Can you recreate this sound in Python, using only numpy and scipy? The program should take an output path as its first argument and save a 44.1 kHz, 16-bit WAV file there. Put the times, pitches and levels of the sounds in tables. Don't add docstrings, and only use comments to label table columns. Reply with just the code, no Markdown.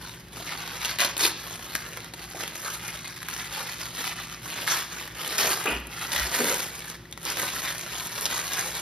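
import sys
import numpy as np
from scipy import signal
from scipy.fft import rfft, irfft, next_fast_len
from scipy.io import wavfile
from scipy.ndimage import uniform_filter1d

SR = 44100
rng = np.random.default_rng(int(sys.argv[2]) if len(sys.argv) > 2 else 0)


def wav_out(sig):
    wavfile.write(sys.argv[1], SR, np.round(np.clip(np.atleast_2d(sig).T, -1, 1) * 32767).astype(np.int16))


N = 388565
TIME, FREQ = np.arange(N) / SR, np.fft.rfftfreq(N, 1 / SR)


def amp(db):
    return 10 ** (np.asarray(db) / 20)


def unit(x):
    return x / np.sqrt(np.mean(x ** 2) + 1e-20)


def read(table, hz, axis=1):
    columns = np.transpose(table)
    return np.interp(np.log(hz + 1), np.log(columns[0] + 1), columns[axis])


def shaped(x, gain):
    size = next_fast_len(N + 4096)
    hz = np.fft.rfftfreq(size, 1 / SR)
    return irfft(rfft(x, size) * np.interp(hz, FREQ, gain), size)[..., :N]


def wander(rate_hz):
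    points = rng.standard_normal(4096)
    return unit(np.interp(TIME * rate_hz * 2, np.arange(4096), points))


def resonate(x, hz, width_hz):
    centre, q = min(hz, SR / 2.5), hz / min(width_hz, SR / 5)
    return signal.lfilter(*signal.iirpeak(centre, q, fs=SR), x)


def add(mix, s, sound):
    part = mix[:, max(round(s * SR), 0):][:, :sound.shape[1]]
    part += sound[:, :part.shape[1]]


# (f/Hz, rms level/dB)
HUM_PARTIALS = [(59.5, -58.5), (119, -59.5), (166.5, -54), (239, -68), (312, -67.5), (356, -59), (473, -75),
                (560, -66)]


def hum(waver):
    out = np.zeros(N)
    for hz, db in HUM_PARTIALS:
        phase = 2 * np.pi * hz * TIME + waver * wander(3.6)
        out += amp(db) * np.sqrt(2) * np.cos(phase)
    return out


# (f/Hz, relative spectral level/dB)
AIR_SPECTRUM = [(20, -38), (36, -22), (52, -2), (66, -1.5), (82, -12), (105, 1), (165, -2.5), (230, -6),
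                (380, -10), (550, -18), (2000, -16.5), (15000, -31.5)]
AIR_DB = -48.5


def air():
    noise = rng.standard_normal((2, N))
    return amp(AIR_DB) * unit(shaped(noise, amp(read(AIR_SPECTRUM, FREQ))))


# (f/Hz, t60/s)
ROOM_RING = [(200, 0.79), (1500, 0.87), (5000, 0.72), (15000, 0.027)]


def echoes(early_db, early_decay, tail_db, size=16000):
    t = np.arange(size) / SR
    sparse = rng.random((2, size)) < .1
    taps = rng.standard_normal((2, size)) * sparse * (t > .0015)
    early = unit(taps * np.exp(-t / early_decay))
    hz, when, z = signal.stft(taps, SR, nperseg=256)
    dying = amp(-60 * when / read(ROOM_RING, hz)[:, None])
    tail = signal.istft(z * dying, SR, nperseg=256)[1][:, :size]
    return (amp(tail_db) * unit(tail) + amp(early_db) * early) / np.sqrt(size)


def room(x, count=48):
    out, step = x.copy(), N // count + 1
    for i in range(0, N, step):
        echo = echoes(early_db=-8.5, early_decay=0.0038, tail_db=-12.5)
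        add(out, i / SR, signal.fftconvolve(x[:, i:i + step], echo, axes=1))
    return out


# (f/Hz, left-right likeness 0-1, phase lead of the left/rad)
PORT_PAIR = [(100, 1.0, 0.01), (500, 0.94, -0.04), (1200, 0.72, 0.21), (2100, 0.92, -0.04),
             (2750, 0.51, -0.44), (3850, 0.97, -0.03), (5000, 0.59, -0.8), (7300, 0.97, -3.06),
             (8400, 0.96, -3.22), (9700, 0.69, -4.76), (11000, 0.98, -6.25), (12500, 0.96, -6.35),
             (13400, 0.57, -7.61), (14800, 0.95, -9.38)]


def ports(x):
    same = np.clip(read(PORT_PAIR, FREQ), 0, 1)
    lead = read(PORT_PAIR, FREQ, axis=2)
    common = shaped(x[0], np.sqrt((1 + same) / 2))
    opposed = shaped(x[1], np.sqrt((1 - same) / 2))
    left = shaped(common + opposed, np.exp(.5j * lead))
    right = shaped(common - opposed, np.exp(-.5j * lead))
    return np.array([left, right])


# (t/s, rise/s, f/Hz of the lowest mode, level/dB of its swell)
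TABLE_BUMPS = [(5.705, .05, 59.7, -36.5), (6.15, 0.023, 69.5, -41), (6.204, 0.025, 60.5, -31.5)]
TABLE_UPPER, TABLE_UPPER_DB = 1.3, -17


def bumps():
    out, t = np.zeros((2, N)), np.arange(SR // 2) / SR
    for s, rise, hz, db in TABLE_BUMPS:
        lowest = np.sin(2 * np.pi * hz * t)
        upper = np.sin(2 * np.pi * hz * TABLE_UPPER * t)
        push = t / rise * np.exp(1 - t / rise)
        add(out, s, (amp(db) * push * (lowest + amp(TABLE_UPPER_DB) * upper))[None])
    return out


# (t/s, f/Hz, t60/s, starting level/dB before the rise)
FOLD_NOTES = [(2.68, 1316, .04, -25), (5.6712, 2580, 0.025, -14), (5.6955, 2720, 0.15, -28),
              (7.054, 1900, 0.043, -39), (7.176, 1920, .05, -39)]


def folds(rise):
    out, t = np.zeros((2, N)), np.arange(SR // 3) / SR
    for s, hz, t60, db in FOLD_NOTES:
        envelope = amp(db - 60 * t / t60) * np.minimum(t / rise, 1)
        add(out, s, (envelope * np.sin(2 * np.pi * hz * t))[None])
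    return out


def sliding(grip_db, grip_hz):
    return unit(rng.standard_normal((2, N)) * amp(grip_db * wander(grip_hz)))


# (t/s, rise/s, length/s, f/Hz, width/Hz, level/dB before the swell)
PAPER_POCKETS = [(1.212, .02, 0.083, 4200, 1520, -26), (2.344, .004, 0.039, 510, 510, -38),
                 (2.631, 0.035, 0.11, 1400, 500, -35.5), (4.692, .012, 0.068, 5896, 1400, -25.5),
                 (4.728, 0.0072, 0.032, 1100, 400.5, -31), (5.654, .004, 0.17, 1765, 2300, -29),
                 (5.675, .006, 0.12, 2700, 417, -31.5), (5.652, 0.0052, 0.14, 598, 600, -30),
                 (5.656, .025, 0.17, 240, 70.4, -36), (6.109, 0.1, 0.18, 1741, 898.6, -35.5),
                 (6.314, 0.11, 0.3, 1850, 800, -39), (6.391, 0.01, 0.15, 418, 440, -28.5),
                 (6.47, .05, .11, 469.8, 360, -32.5)]


def pockets(rough_db):
    out, rubbing = np.zeros((2, N)), sliding(grip_db=rough_db, grip_hz=128.0)
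    for s, rise, length, hz, width, db in PAPER_POCKETS:
        t = np.arange(round(length * SR)) / SR
        edges = [max(hz - width / 2, hz / 10), hz + width / 2]
        band = signal.butter(4, edges, "band", fs=SR, output="sos")
        ring = signal.sosfilt(band, rubbing[:, round(s * SR):][:, :len(t)])
        swell = np.interp(t, [0, rise, length], [0, 1, 0])
        add(out, s, amp(db) * unit(ring) * swell)
    return out


# (f/Hz, relative spectral level/dB)
SHEET_SPECTRUM = [(120, -9.5), (350, 1), (500, 0), (700, -0.5), (1000, -1.33), (1800, -1), (2300, -2.5),
                  (2700, -3.5), (4000, -3), (5000, -4.5), (6200, -1), (9500, -2.5), (13000, -3.5),
                  (15500, -11.5)]


def sheet_colour():
    return amp(read(SHEET_SPECTRUM, FREQ))


FACET_Q = 3.36
SNAP_RISE_S = 0.00022


def snap(hz, decay, ring, size=900):
    t = np.arange(size) / SR
    envelope = np.minimum(t / SNAP_RISE_S, 1) * np.exp(-t / max(decay, 1e-4))
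    burst = rng.standard_normal((2, size)) * envelope
    return unit(burst + ring * resonate(burst, hz, hz / FACET_Q))


SPREAD_S = .0011


def crack(hz, ring, size=900):
    f = np.fft.rfftfreq(size, 1 / SR)
    turns = 2 * SPREAD_S * np.sqrt(1000 * f) + rng.random((2, 1))
    kick = irfft(np.exp(-2j * np.pi * turns) * f / np.hypot(f, 400), size)
    return unit(kick + ring * resonate(kick, hz, hz / 2))


# (t/s, level/dB, f/Hz at the centre of their colour, shiver of the sheet around them re level/dB)
LARGE_CREASES = [(0.2843, -38, 1490, -7), (0.389, -46, 5000, -8), (0.6223, -34, 1201, -8),
                 (0.6612, -34.5, 1700, -8), (0.677, -27, 3700, -8), (0.8481, -16.5, 3800, -7),
                 (0.8566, -19, 4500, -6), (0.8919, -25, 1700, -6), (0.9868, -16, 2580, -1),
                 (1.004, -13, 3800, -6), (1.013, -15, 2780, -7), (1.0185, -14.5, 2800, 0),
                 (1.047, -14, 4130, 9), (1.1674, -21, 3913, 6), (1.179, -20, 9340, -5),
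                 (1.208, -13, 4420, -2), (1.2373, -18, 3830, -10), (1.2538, -11, 4130, -8),
                 (1.2652, -15, 4290, -4), (1.556, -31, 2400, -8), (1.7507, -24, 9030, -8),
                 (1.7525, -13.5, 1610, -2), (1.761, -25, 5450, -4), (1.9326, -30.5, 2998, -8),
                 (1.9722, -26, 1500, 4), (2.004, -32, 3000, -9), (2.0444, -31, 1400, -12),
                 (2.1366, -29.5, 3940, 11.5), (2.1932, -34, 1500, -3), (2.2413, -34, 3700, -8),
                 (2.4074, -28, 1700, -10), (2.4782, -23, 3497, -10), (2.5562, -31, 9500, -8),
                 (2.603, -32, 8140, -5), (2.681, -24, 1320, -4), (2.851, -31, 7020, -11),
                 (2.88, -24, 6950, -3), (2.9048, -30, 5490, -9), (3.051, -31, 1998, -10),
                 (3.0789, -31, 8620, -8), (3.1754, -34, 1695, -10), (3.219, -29, 1503, -8),
                 (3.2293, -25.5, 2000, -3), (3.2854, -19.5, 1600, -7), (3.339, -25.5, 6020, -10),
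                 (3.3641, -26.5, 1998, -8), (3.3975, -27, 4097, -8), (3.4202, -31, 6204, -8),
                 (3.4553, -39, 8200, -8), (3.5265, -27, 7020, -7), (3.6715, -26, 3097, -8),
                 (3.696, -30, 4095, -8), (3.7176, -30, 2400, -8), (3.7327, -27, 3700, -6),
                 (3.815, -25.5, 4800, -8), (3.856, -27.5, 1996, -8), (3.9499, -31, 4403, -8),
                 (4.042, -24, 1503, -3), (4.0769, -19.5, 3023, -6), (4.2002, -29, 1300, -8),
                 (4.3259, -30, 3400, -6), (4.677, -16.5, 1499, -8), (5.0768, -28, 1794, -5),
                 (5.2167, -32, 1903, -4), (5.261, -24, 1988, -6), (5.277, -22, 9650, -11),
                 (5.382, -16, 5340, 0), (5.3893, -25, 5000, -5), (5.47, -20, 6210, -8),
                 (5.518, -22, 6182, -8), (5.6412, -24, 1800, -5), (5.659, -20, 1300, -1),
                 (5.8, -36, 11530, -1), (5.8705, -31.5, 10460, -15), (5.9926, -35, 7516, -8),
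                 (6.0332, -32, 8635, -8), (6.1187, -23, 3700, -8), (6.131, -18.5, 1830, -4),
                 (6.162, -16.5, 3600, -6), (6.197, -15.5, 4560, -7), (6.295, -25, 7040, -7),
                 (6.443, -15, 1760, -5), (6.4965, -19, 6840, -9), (6.5421, -18, 7860, -9),
                 (6.792, -30, 7880, -12), (6.8997, -28.5, 4016, 9), (7.0546, -46, 1936, -13),
                 (7.112, -40, 9970, -20), (7.1255, -26.5, 3290, -4), (7.1755, -27, 1420, -3),
                 (7.2302, -31, 8530, -4), (7.2522, -21.5, 7255, -3), (7.3009, -24, 7020, -5),
                 (7.3711, -19, 2000, -12), (7.3975, -20, 2206, -6), (7.4258, -21, 5500, 1),
                 (7.486, -27, 2700, -4), (7.5571, -26.5, 9310, -9), (7.591, -25.5, 3700, -3),
                 (7.6015, -28, 8590, -8), (7.7094, -24, 2000, -5), (7.728, -32, 6484, -6),
                 (7.7812, -26, 8620, -9), (7.7936, -30, 9620, -9), (7.8117, -30, 6500, -9),
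                 (7.8336, -28, 2403, -8), (7.9817, -26, 6816, -7), (8.0706, -25, 9710, -11),
                 (8.2106, -20, 9900, -11), (8.2553, -13, 4487, -1), (8.263, -16.5, 4000, 2),
                 (8.378, -21.5, 1347, 2), (8.3986, -22, 7200, -8), (8.5105, -27, 1700, -8),
                 (8.5335, -21, 7000, -9), (8.5697, -20.5, 1301, -8), (8.5934, -19, 7020, -10),
                 (8.6106, -21, 6517, -8)]
SNAP_DECAY_S, SNAP_HZ = 0.0015, 3000
SMALL_DIES_FASTER, SMALL_SHIVERS_LESS = 0.17, 0.28


def snaps(level_db, ring, crack_ring, crack_db, burst_db, shiver_decay, shiver_hz, size=2600):
    cracks, shiver, t = np.zeros((2, N)), np.zeros((2, N)), np.arange(size) / SR
    for s, db, hz, shiver_db in LARGE_CREASES:
        facet = SNAP_HZ / hz
        burst = snap(hz, SNAP_DECAY_S * facet ** SMALL_DIES_FASTER, ring)
        add(cracks, s, amp(db + burst_db) * burst + amp(db + crack_db) * crack(hz, crack_ring))
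        tremble = rng.standard_normal((2, size)) * np.exp(-t / shiver_decay)
        add(shiver, s, amp(db + shiver_db) * min(facet, 1) ** SMALL_SHIVERS_LESS * tremble)
    dull_shiver = shaped(shiver, 1 / np.hypot(1, FREQ / shiver_hz))
    colour = sheet_colour() / np.hypot(1, 150 / (FREQ + 1))
    return amp(level_db) * shaped(cracks + dull_shiver, colour)


def crackle(busy, per_s, spread_db, clump_db, clump_hz, decay, ring, count=240):
    clumps = unit(amp(clump_db * wander(clump_hz)))
    at = np.flatnonzero(rng.random(N) < per_s / SR * busy * clumps)
    sizes = amp(spread_db * np.minimum(rng.exponential(1, len(at)), 3))
    sizes = sizes * rng.choice([-1, 1], len(at)) / np.sqrt(busy[at])
    pitches = np.geomspace(900, 13000, count)
    facets = [snap(hz, decay * rng.lognormal(0, 0.52), ring) for hz in pitches]
    out = np.zeros((2, N))
    for i, size, k in zip(at, sizes, rng.integers(0, count, len(at))):
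        add(out, i / SR, size * facets[k])
    return unit(out)


def flexing(x, patchy_db, size=9):
    z = signal.stft(x, nperseg=512)[2]
    patches = rng.standard_normal(z.shape[1:])
    for axis in (0, 1):
        patches = uniform_filter1d(patches, size, axis=axis)
    return signal.istft(z * amp(patchy_db * unit(patches)), nperseg=512)[1][:, :N]


# (t/s, rise/s, hold/s, settling/s, level/dB, low rustle of whole sheets re level/dB, crisp treble re level/dB)
HAND_STROKES = [(0.0, 0.0022, 0.109, 0.091, -42.5, -16, -4), (0.3, 0.045, 0.088, 0.054, -42, -11, -3.5),
                (0.425, 0.056, 0.44, .06, -37, -14.5, -7), (0.785, 0.045, 0.07, .045, -32.5, -22, -8),
                (0.983, 0.015, 0.058, .04, -25.5, -17, -7), (1.178, 0.03, 0.065, .026, -26, -13, 0),
                (1.34, 0.058, .48, .075, -42, -13, -2), (1.911, 0.039, 0.104, .075, -44, -9.5, -7),
                (2.14, 0.08, 0.02006, .06, -40.5, -15, -5), (2.265, .05, .04, 0.051, -43, -14, -1.5),
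                (2.34, 0.06, 0.045, .06, -35.5, -12, -3), (2.517, 0.042, 0.11, 0.076, -42, -13, 1),
                (2.615, .05, 0.071, 0.083, -35.5, -17, -1), (2.788, 0.07, .1, 0.0704, -38.5, -20, -4),
                (3.012, 0.024, 0.15, .06, -41.5, -22, -5), (3.24, .045, 0.17, .07, -38.5, -21, -3),
                (3.49, 0.06, 0.06, 0.069, -33, -17.5, -4), (3.629, 0.05, 0.17, .11, -38, -19, -4.5),
                (3.915, 0.08, .11, 0.0518, -34.5, -15, -3.5), (4.14, 0.0404, 0.15, .06, -40.5, -29, -5.5),
                (4.378, 0.11, 0.26, .075, -36.5, -14, -2), (4.667, .012, 0.095, .05, -27, -17, -2.5),
                (4.88, 0.039, 0.091, .11, -38.5, -15.5, -3.5), (5.125, 0.13, .12, .075, -33.5, -13.5, -2.5),
                (5.377, 0.00858, 0.022, .07, -23.5, -15.5, -0.5), (5.429, 0.0248, 0.063, .07, -31, -8, 2),
                (5.554, 0.067, 0.096, .06, -37, -18, -1), (5.876, 0.15, 0.053, .075, -34, -12.5, -2),
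                (6.104, 0.019, 0.14, .065, -31, -16, -2), (6.281, 0.063, 0.2027, .07, -30.5, -12.5, 1),
                (6.571, .02, 0.045, .07, -35, -20, -1), (6.716, 0.038, 0.185, 0.022, -41.5, -17, -1.5),
                (7.179, 0.0399, .01, .04, -51, -13, 2), (7.221, 0.045, 0.06, .04, -31, -12.5, -3.5),
                (7.355, .035, .05, 0.0437, -31, -10.5, 0), (7.44, .03, 0.0463, 0.065, -33, -15, -1.5),
                (7.526, 0.046, 0.15, .075, -34.5, -16.5, -1.5), (7.739, 0.049, 0.11, .075, -39, -11, -2.5),
                (7.885, 0.044, 0.13, .075, -36.5, -16.5, -0.5), (8.071, 0.1, 0.08, .06, -36, -13, 1),
                (8.274, 0.035, 0.09, .07, -32, -15.5, -1.5), (8.42, 0.03, 0.03, .04, -35.5, -13, 0.5),
                (8.5, 0.02, 0.17, .06, -33.5, -12.5, -.5), (8.71, 0.0322, 0.0498, .06, -35, -13.5, -1)]
EASE_DB = 1
UNEVEN_DB, UNEVEN_HZ = 0.65, 18


def effort():
    power = np.zeros((3, N))
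    for s, rise, hold, release, db, low_db, crisp_db in HAND_STROKES:
        t = np.arange(0, rise + hold + 10 * release, 1 / SR)
        slacken = amp(EASE_DB * (.5 - np.minimum(t / (rise + hold), 1)))
        pull = np.minimum(t / rise, 1) * slacken
        settle = np.exp(-np.maximum(t - rise - hold, 0) / release)
        levels = amp(db + np.array([[low_db], [0], [crisp_db]]))
        add(power, s, (levels * pull * settle) ** 2)
    return np.sqrt(power) * amp(UNEVEN_DB * wander(UNEVEN_HZ))


BUSIER = .6


def rustle(slide_db, pop_db, tick_db, low_db, mid_db, high_db):
    gains = effort()
    busy = np.maximum(unit(gains[1]), .1) ** BUSIER
    fine = crackle(busy, per_s=1200, spread_db=0.8, clump_db=4, clump_hz=110.03, decay=0.00059, ring=2.05)
    pops = crackle(busy, per_s=160, spread_db=2.0, clump_db=3, clump_hz=25.05, decay=0.00063, ring=2.6)
    ticks = crackle(busy, per_s=50, spread_db=1.0, clump_db=3, clump_hz=20, decay=0.00015, ring=1.9)
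    ticks = shaped(ticks, FREQ / np.hypot(FREQ, 5000))
    hiss = sliding(grip_db=1.0, grip_hz=89.0)
    layers = fine + amp(pop_db) * pops + amp(tick_db) * ticks + amp(slide_db) * hiss
    paper = flexing(layers, patchy_db=1.68)
    colour = sheet_colour() / (1 + (130 / (FREQ + 1)) ** 4)
    under = 1 / (1 + (FREQ / 720) ** 6)
    over = 1 - 1 / (1 + (FREQ / 5600) ** 6)
    bands = [(under, low_db), (1 - under - over, mid_db), (over, high_db)]
    out = np.zeros((2, N))
    for (band, db), gain in zip(bands, gains):
        out += unit(shaped(paper, colour * band)) * amp(db) * gain
    return out


def scene():
    background = hum(waver=0.49) + air()
    paper = rustle(slide_db=-5.5, pop_db=-7.5, tick_db=-6.0, low_db=-1, mid_db=-1.3, high_db=-2.5)
    paper = paper + snaps(level_db=-9.0, ring=4.1, crack_ring=2.8, crack_db=-4.5, burst_db=-5.5,
                          shiver_decay=0.0086, shiver_hz=7000)
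    paper = paper + pockets(rough_db=-1.0) + folds(rise=0.0011)
    return ports(room(paper) + bumps() + background)


EDGE_HZ = 15740


def record(dry):
    low_pass = signal.firwin(511, EDGE_HZ, window=("kaiser", 9), fs=SR)
    return signal.oaconvolve(dry, low_pass[None], "same")


dry = scene()
out = record(dry)
wav_out(out)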